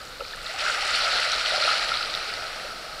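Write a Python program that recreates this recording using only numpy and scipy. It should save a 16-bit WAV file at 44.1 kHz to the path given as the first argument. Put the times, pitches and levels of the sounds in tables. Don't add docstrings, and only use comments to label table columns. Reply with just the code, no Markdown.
import sys
import numpy as np
from scipy import signal
from scipy.fft import rfft, irfft, next_fast_len
from scipy.io import wavfile
from scipy.ndimage import uniform_filter1d, map_coordinates

SR = 44100
rng = np.random.default_rng(int(sys.argv[2]) if len(sys.argv) > 2 else 0)


def inscribe(sig):
    pcm = np.round(np.clip(np.atleast_2d(sig).T, -1, 1) * 32767)
    wavfile.write(sys.argv[1], SR, pcm.astype(np.int16))


def gain_from_db(level_db):
    decades = np.asarray(level_db, float) / 20
    return 10 ** decades


N = 132300


def along(points, hz):
    f, v = np.transpose(points)
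    return np.interp(np.log(hz + 1), np.log(f + 1), v)


def over_time(points):
    return np.interp(np.arange(N) / SR, *np.transpose(points))


def unit(x):
    return x / np.sqrt(np.mean(x ** 2) + 1e-20)


def wobble(rate):
    return map_coordinates(rng.standard_normal(1000), [np.arange(N) * rate / SR])


def coloured(x, db_of_hz):
    m = 2 * next_fast_len(N // 2 + 4096)
    cepstrum = irfft(np.log(gain_from_db(db_of_hz(np.fft.rfftfreq(m, 1 / SR)))), m)
    cepstrum[1:m // 2] *= 2
    cepstrum[m // 2 + 1:] = 0
    return irfft(rfft(x, m) * np.exp(rfft(cepstrum)), m)[:N]


def rush(patchy_db):
    z = signal.stft(rng.standard_normal(N), nperseg=256)[2]
    field = uniform_filter1d(rng.standard_normal(z.shape), size=5, axis=0)
    field = uniform_filter1d(field, size=8, axis=1)
    return unit(signal.istft(z * gain_from_db(patchy_db * unit(field)), nperseg=256)[1][:N])


def bubbles(start_s, size, hz, cycles, rise, count):
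    u = np.arange(count) / SR * hz[:, None] / cycles
    envelope = (2 * u * np.exp(1 - 2 * u)) ** 2
    ring = np.sin(2 * np.pi * cycles * (u + rise * u * u / 2))
    wave = size[:, None] * envelope * ring
    at = (np.round(start_s * SR).astype(int)[:, None] + np.arange(count)).ravel()
    return np.bincount(at, wave.ravel(), N + SR)[:N]


def cloud(lo_hz, hi_hz, cycles, spread_db, count, size):
    r = rng.random((count, 3))
    hz = lo_hz * (hi_hz / lo_hz) ** r[:, 1]
    loudness = gain_from_db(-spread_db * np.log(r[:, 2] + 1 / 50)) * np.sqrt(hz)
    return unit(bubbles(r[:, 0] * N / SR, loudness, hz, cycles, 0.14, count=size))


# pitch_hz, level_db
HOUSING = [(200, -21.5), (400, -16.5), (620, -3.5), (800, -6), (1030, -13.5), (1150, -6.5), (1290, 5),
           (1430, 4),
           (1650, -1.5), (2100, -7), (2800, -9), (3300, -11), (4250, -7), (4900, -8), (5800, -12),
               (6280, -24),
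           (6800, -22.5), (7800, -23), (8600, -26.5), (10200, -26.5), (11200, -41), (16000, -57)]
# pitch_hz, half_width_hz, level_db
PORTS = [(4250, 300, 3), (8000, 270, 2.5), (2050, 86, -0.5), (1330, 92, 1.5)]


def housing(x, shape):
    def response_db(hz):
        ports_db = sum(db / (1 + ((hz - centre) / width) ** 2) for centre, width, db in PORTS)
        return along(HOUSING, hz) + ports_db + along(shape, hz)
    return unit(coloured(x, response_db))


# start_s, wash_level_db, big_bubble_share_db, fine_fizz_share_db
WAVE = [(0, -49.5, 8, 3.5), (.2, -48.5, 5, 4.5), (.33, -44.5, 4.5, 3.5), (.44, -43, 5, -1),
        (.5, -37, -1.5, 0), (0.569, -37.5, 3, -3), (.6, -31.5, -2, 1), (.69, -29.5, 1, -4),
        (.8, -30.5, 0.5, -5), (.95, -28, 0.5, 1), (1.17, -29, 2.5, 2), (1.27, -29.5, 1, 0),
        (1.47, -30.5, 1, 2), (1.68, -27.5, 1.5, 0.5), (1.92, -31.5, 1, 0.5), (2.1, -36, 1.5, 0),
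        (2.45, -39, 2.5, -2), (3, -47.5, 2, 1)]


def wave_motion():
    t = np.arange(N) / SR
    s, *columns = np.transpose(WAVE)
    wash_db, big_db, fizz_db = [np.interp(t, s, column) for column in columns]
    churn_db = wash_db + 0.073 * wobble(10.3) + 0.81 * wobble(41.15)
    return wash_db, churn_db, big_db, fizz_db


# pitch_hz, level_db
FOAM = [(300, -21), (1500, -14.5), (2000, 1), (3000, 2.5), (4200, -8.5), (5500, -2), (8000, -2), (12000, 2)]


def foam(churn_db):
    grains = cloud(1410, 11200, 2.36, spread_db=0.5, count=6000, size=300)
    water = rush(patchy_db=-1.1) + gain_from_db(-6) * grains
    return housing(water, FOAM) * gain_from_db(churn_db + 0.2 * wobble(21.2))


# pitch_hz, level_db
FIZZ = [(1500, -44.5), (3300, -1.5), (3900, 0), (4700, -1), (5600, -6.5), (12000, -6.5)]


def fizz(churn_db, fizz_db):
    grains = cloud(2796, 7600, 1.7, spread_db=0.5, count=4000, size=150)
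    water = rush(patchy_db=3.5) + gain_from_db(-4) * grains
    return housing(water, FIZZ) * gain_from_db(churn_db + fizz_db - 1.23 + 0.1 * wobble(28.66))


# pitch_hz, level_db
BIG = [(300, 2.5), (900, 5.5), (1500, 3.5), (1900, -2.5), (4000, -47)]


def big_bubbles(wash_db, churn_db, big_db):
    grains = cloud(348.0, 1946, 6.12, spread_db=0.5, count=1200, size=1500)
    water = rush(patchy_db=0.6) + gain_from_db(-12) * grains
    level_db = wash_db + 0.4 * (churn_db - wash_db) + big_db - 1.88
    return housing(water, BIG) * gain_from_db(level_db + 0.4 * wobble(10.16))


# pitch_hz, level_db
SPRAY = [(4000, -31), (5500, -7), (7000, 8), (10500, -4), (14000, -4)]
# start_s, level_db
SPRAY_THROW = [
    (.3, -58),
    (.578, -50),
    (.596, -42),
    (.75, -45.5),
    (.9, -46),
    (1.25, -49),
    (1.55, -46.5),
    (1.85, -48),
    (1.95, -69),
]


def spray():
    grains = cloud(5140, 11500, 2.5, spread_db=5.0, count=900, size=60)
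    water = rush(patchy_db=3) + gain_from_db(-3) * grains
    return housing(water, SPRAY) * gain_from_db(over_time(SPRAY_THROW) + 1.3 * wobble(18))


def singles(table, cycles, rise, trim_db):
    start_s, peak_db, pitch_hz = np.transpose(table)
    return bubbles(start_s, gain_from_db(peak_db + trim_db), pitch_hz, cycles, rise, count=4000)


# start_s, peak_db, pitch_hz
SLAPS = [(0.2067, -15.5, 1280), (0.25, -22, 2260), (0.335, -16, 1630), (0.469, -19, 1950),
         (0.498, -15, 1920), (0.6506, -11, 1320), (0.663, -6, 1470), (0.68, -7, 1323), (0.697, -8, 1430),
         (0.746, -11, 1490), (.912, -9, 1330), (1.07, -20, 1460), (1.196, -10, 1910), (1.6233, -9, 1290),
         (1.677, -4, 1280), (1.691, -5.5, 1280), (1.711, -10, 1270), (1.917, -7.5, 1320),
         (1.951, -11, 1330), (2.0085, -13, 1300), (2.231, -18, 2160)]


def slaps():
    return singles(SLAPS, cycles=7, rise=0.059, trim_db=-10.5)


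# start_s, peak_db, pitch_hz
DROPS = [(.245, -25, 4730), (.263, -30, 5240), (0.3098, -24, 4000), (0.33, -22, 3730), (.449, -26, 2740),
         (0.4626, -18, 4500), (0.466, -17, 3830), (0.5875, -19, 5400), (.608, -24, 3260),
         (1.246, -27, 2760), (1.3193, -11, 5850), (1.36, -26, 6800), (1.4605, -10.5, 3100),
         (1.5117, -10, 3950), (1.618, -12, 4540), (1.64, -8.5, 4250), (1.689, -13.5, 3030),
         (1.8914, -14, 4000), (1.8925, -14.5, 3300), (1.9545, -13, 4300), (1.651, -14, 2530),
         (1.94, -10.5, 3820), (2.029, -13, 4380), (2.1397, -13, 3920), (2.1498, -11, 3830),
         (2.1392, -18, 5200), (2.1502, -16, 4930), (2.175, -17, 4340), (2.247, -27, 6700),
         (2.339, -15.5, 4650), (2.37, -22, 4140), (0.446, -30, 7700), (.5392, -28, 7700),
         (1.493, -22, 8500)]


def drops():
    return singles(DROPS, cycles=5.5, rise=-0.038, trim_db=-4.5)


# start_s, peak_db, pitch_hz
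TRICKLE = [(0.114, -32, 4520), (0.2047, -21, 2600), (0.2824, -21, 5030), (0.4284, -27, 4070),
           (0.5764, -24, 1950), (0.5861, -24, 2400), (0.6068, -21, 2220), (0.6634, -22, 2430),
           (0.6804, -14, 1940), (0.7764, -21, 2010), (0.9104, -19, 3700), (0.9554, -15, 4020),
           (0.9744, -21, 4190), (1.0694, -10.5, 2000), (1.0934, -21, 4100), (1.1064, -22, 2390),
           (1.1284, -17, 2040), (1.1384, -14, 4100), (1.218, -13, 4540), (1.2448, -21, 2730),
           (1.4064, -15, 2400), (1.4582, -10, 4050), (1.5604, -22, 4260), (1.5676, -9, 4330),
           (1.6005, -14, 4550), (1.749, -16, 2740), (1.7944, -7, 4150), (1.858, -18, 4150),
           (1.972, -8, 4080), (1.993, -17, 4280), (2.0267, -12.5, 2750), (2.0364, -18, 4400),
           (2.0478, -13, 4500), (2.0584, -15, 4070), (2.0994, -14, 4480), (2.2844, -30, 4170),
           (2.4024, -20, 4470), (2.4683, -15, 4070), (2.599, -21, 1820), (2.6594, -28, 1770),
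           (2.7591, -25, 4260)]


def trickle():
    return singles(TRICKLE, cycles=5, rise=0.061, trim_db=-8.5)


# start_s, peak_db, pitch_hz
PLOPS = [(.197, -30.5, 565), (.206, -26, 547), (.218, -26.5, 508), (.212, -32, 840), (1.017, -26, 744),
         (1.056, -27, 674), (1.077, -25, 680), (1.479, -25.5, 600), (1.519, -23, 590), (1.577, -24.5, 593),
         (1.606, -25, 603), (1.675, -19, 700), (2.646, -28.5, 556)]


def plops():
    return singles(PLOPS, cycles=4.3, rise=0.018, trim_db=-2.9)


# start_s, peak_db, pitch_hz
GURGLES = [
    (.488, -33, 610),
    (.538, -30, 720),
    (1.533, -22, 690),
    (1.528, -25, 560),
    (1.64, -26, 560),
    (.822, -28, 750),
    (2.272, -40, 400),
    (.372, -35, 1130),
    (.612, -29, 570),
]


def gurgles():
    return singles(GURGLES, cycles=12.9, rise=0.113, trim_db=-3.1)


# start_s, peak_db, pitch_hz
TICKS = [(0.3605, -30.5, 8800), (0.43, -32, 8400), (.4366, -42, 10500), (.921, -32, 8500),
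         (0.959, -21, 8000), (.99, -34, 10000), (.853, -24, 7500), (.9532, -28, 8350), (1.202, -26, 9300),
         (1.317, -27, 7560), (1.319, -18, 4140), (1.4187, -36, 6800), (1.7838, -30, 9500),
         (2.107, -32, 7000), (2.1458, -39, 13000), (2.1608, -33, 11800), (.868, -31, 8100),
         (.879, -36, 8200), (1.8858, -35, 10500), (2.0813, -39, 9800), (2.1332, -31, 6970),
         (2.186, -35, 9200), (2.3375, -30, 8300), (2.488, -46, 10500)]


def ticks():
    return singles(TICKS, cycles=3.3, rise=0.021, trim_db=0.051)


# pitch_hz, level_db
FAR = [(300, 8), (700, 6.5), (1300, -2.5), (2000, -4), (5000, 1.5), (10000, 4)]
# start_s, level_db
FAR_SWELL = [
    (0, -57),
    (.6, -80),
    (1.5, -50.5),
    (2.3, -39.5),
    (2.8, -39.5),
    (3, -40.5),
]


def far_surf():
    return housing(rush(patchy_db=0.6), FAR) * gain_from_db(over_time(FAR_SWELL) + 0.28 * wobble(7.1))


# pitch_hz, level_db
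RUMBLE = [(12, -97), (20, 2), (70, -12.5), (114, -15), (225, -17.5), (261, -20), (400, -19), (520, -8),
          (880, -120)]


def wind():
    rumble = unit(coloured(rush(patchy_db=-1.5), lambda hz: along(RUMBLE, hz)))
    return gain_from_db(-49.5) * rumble * gain_from_db(0.71 * wobble(5.2))


# pitch_hz, level_db
HISS = [(300, -3.5), (3000, -5.5), (9000, -15.5), (12000, -18), (14600, -20), (15000, -22), (15800, -31)]


def recorder_hiss():
    noise = rng.standard_normal(N)
    return gain_from_db(-47.5) * unit(coloured(noise, lambda hz: along([(100, -51)] + HISS, hz)))


def scene():
    wash_db, churn_db, big_db, fizz_db = wave_motion()
    wave = foam(churn_db) + fizz(churn_db, fizz_db) + big_bubbles(wash_db, churn_db, big_db) + spray()
    splashes = slaps() + drops() + trickle() + plops() + gurgles() + ticks()
    background = far_surf() + wind() + recorder_hiss()
    return (wave + splashes + background)[None]


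def low_pass(x):
    return signal.sosfilt(signal.butter(12, 15850, fs=SR, output="sos"), x)


def record(dry):
    notch_hz, notch_width_hz, notch_db, top_hz = 7420, 22, -24, 15730

    def response_db(hz):
        notches_db = sum(notch_db / k / (1 + ((hz - k * notch_hz) / (k * notch_width_hz)) ** 2)
                         for k in (1, 2))
        return notches_db - 70 * (hz > top_hz)
    mix = coloured(dry[0], response_db)[None]
    return low_pass(mix)


dry = scene()
out = record(dry)
inscribe(out)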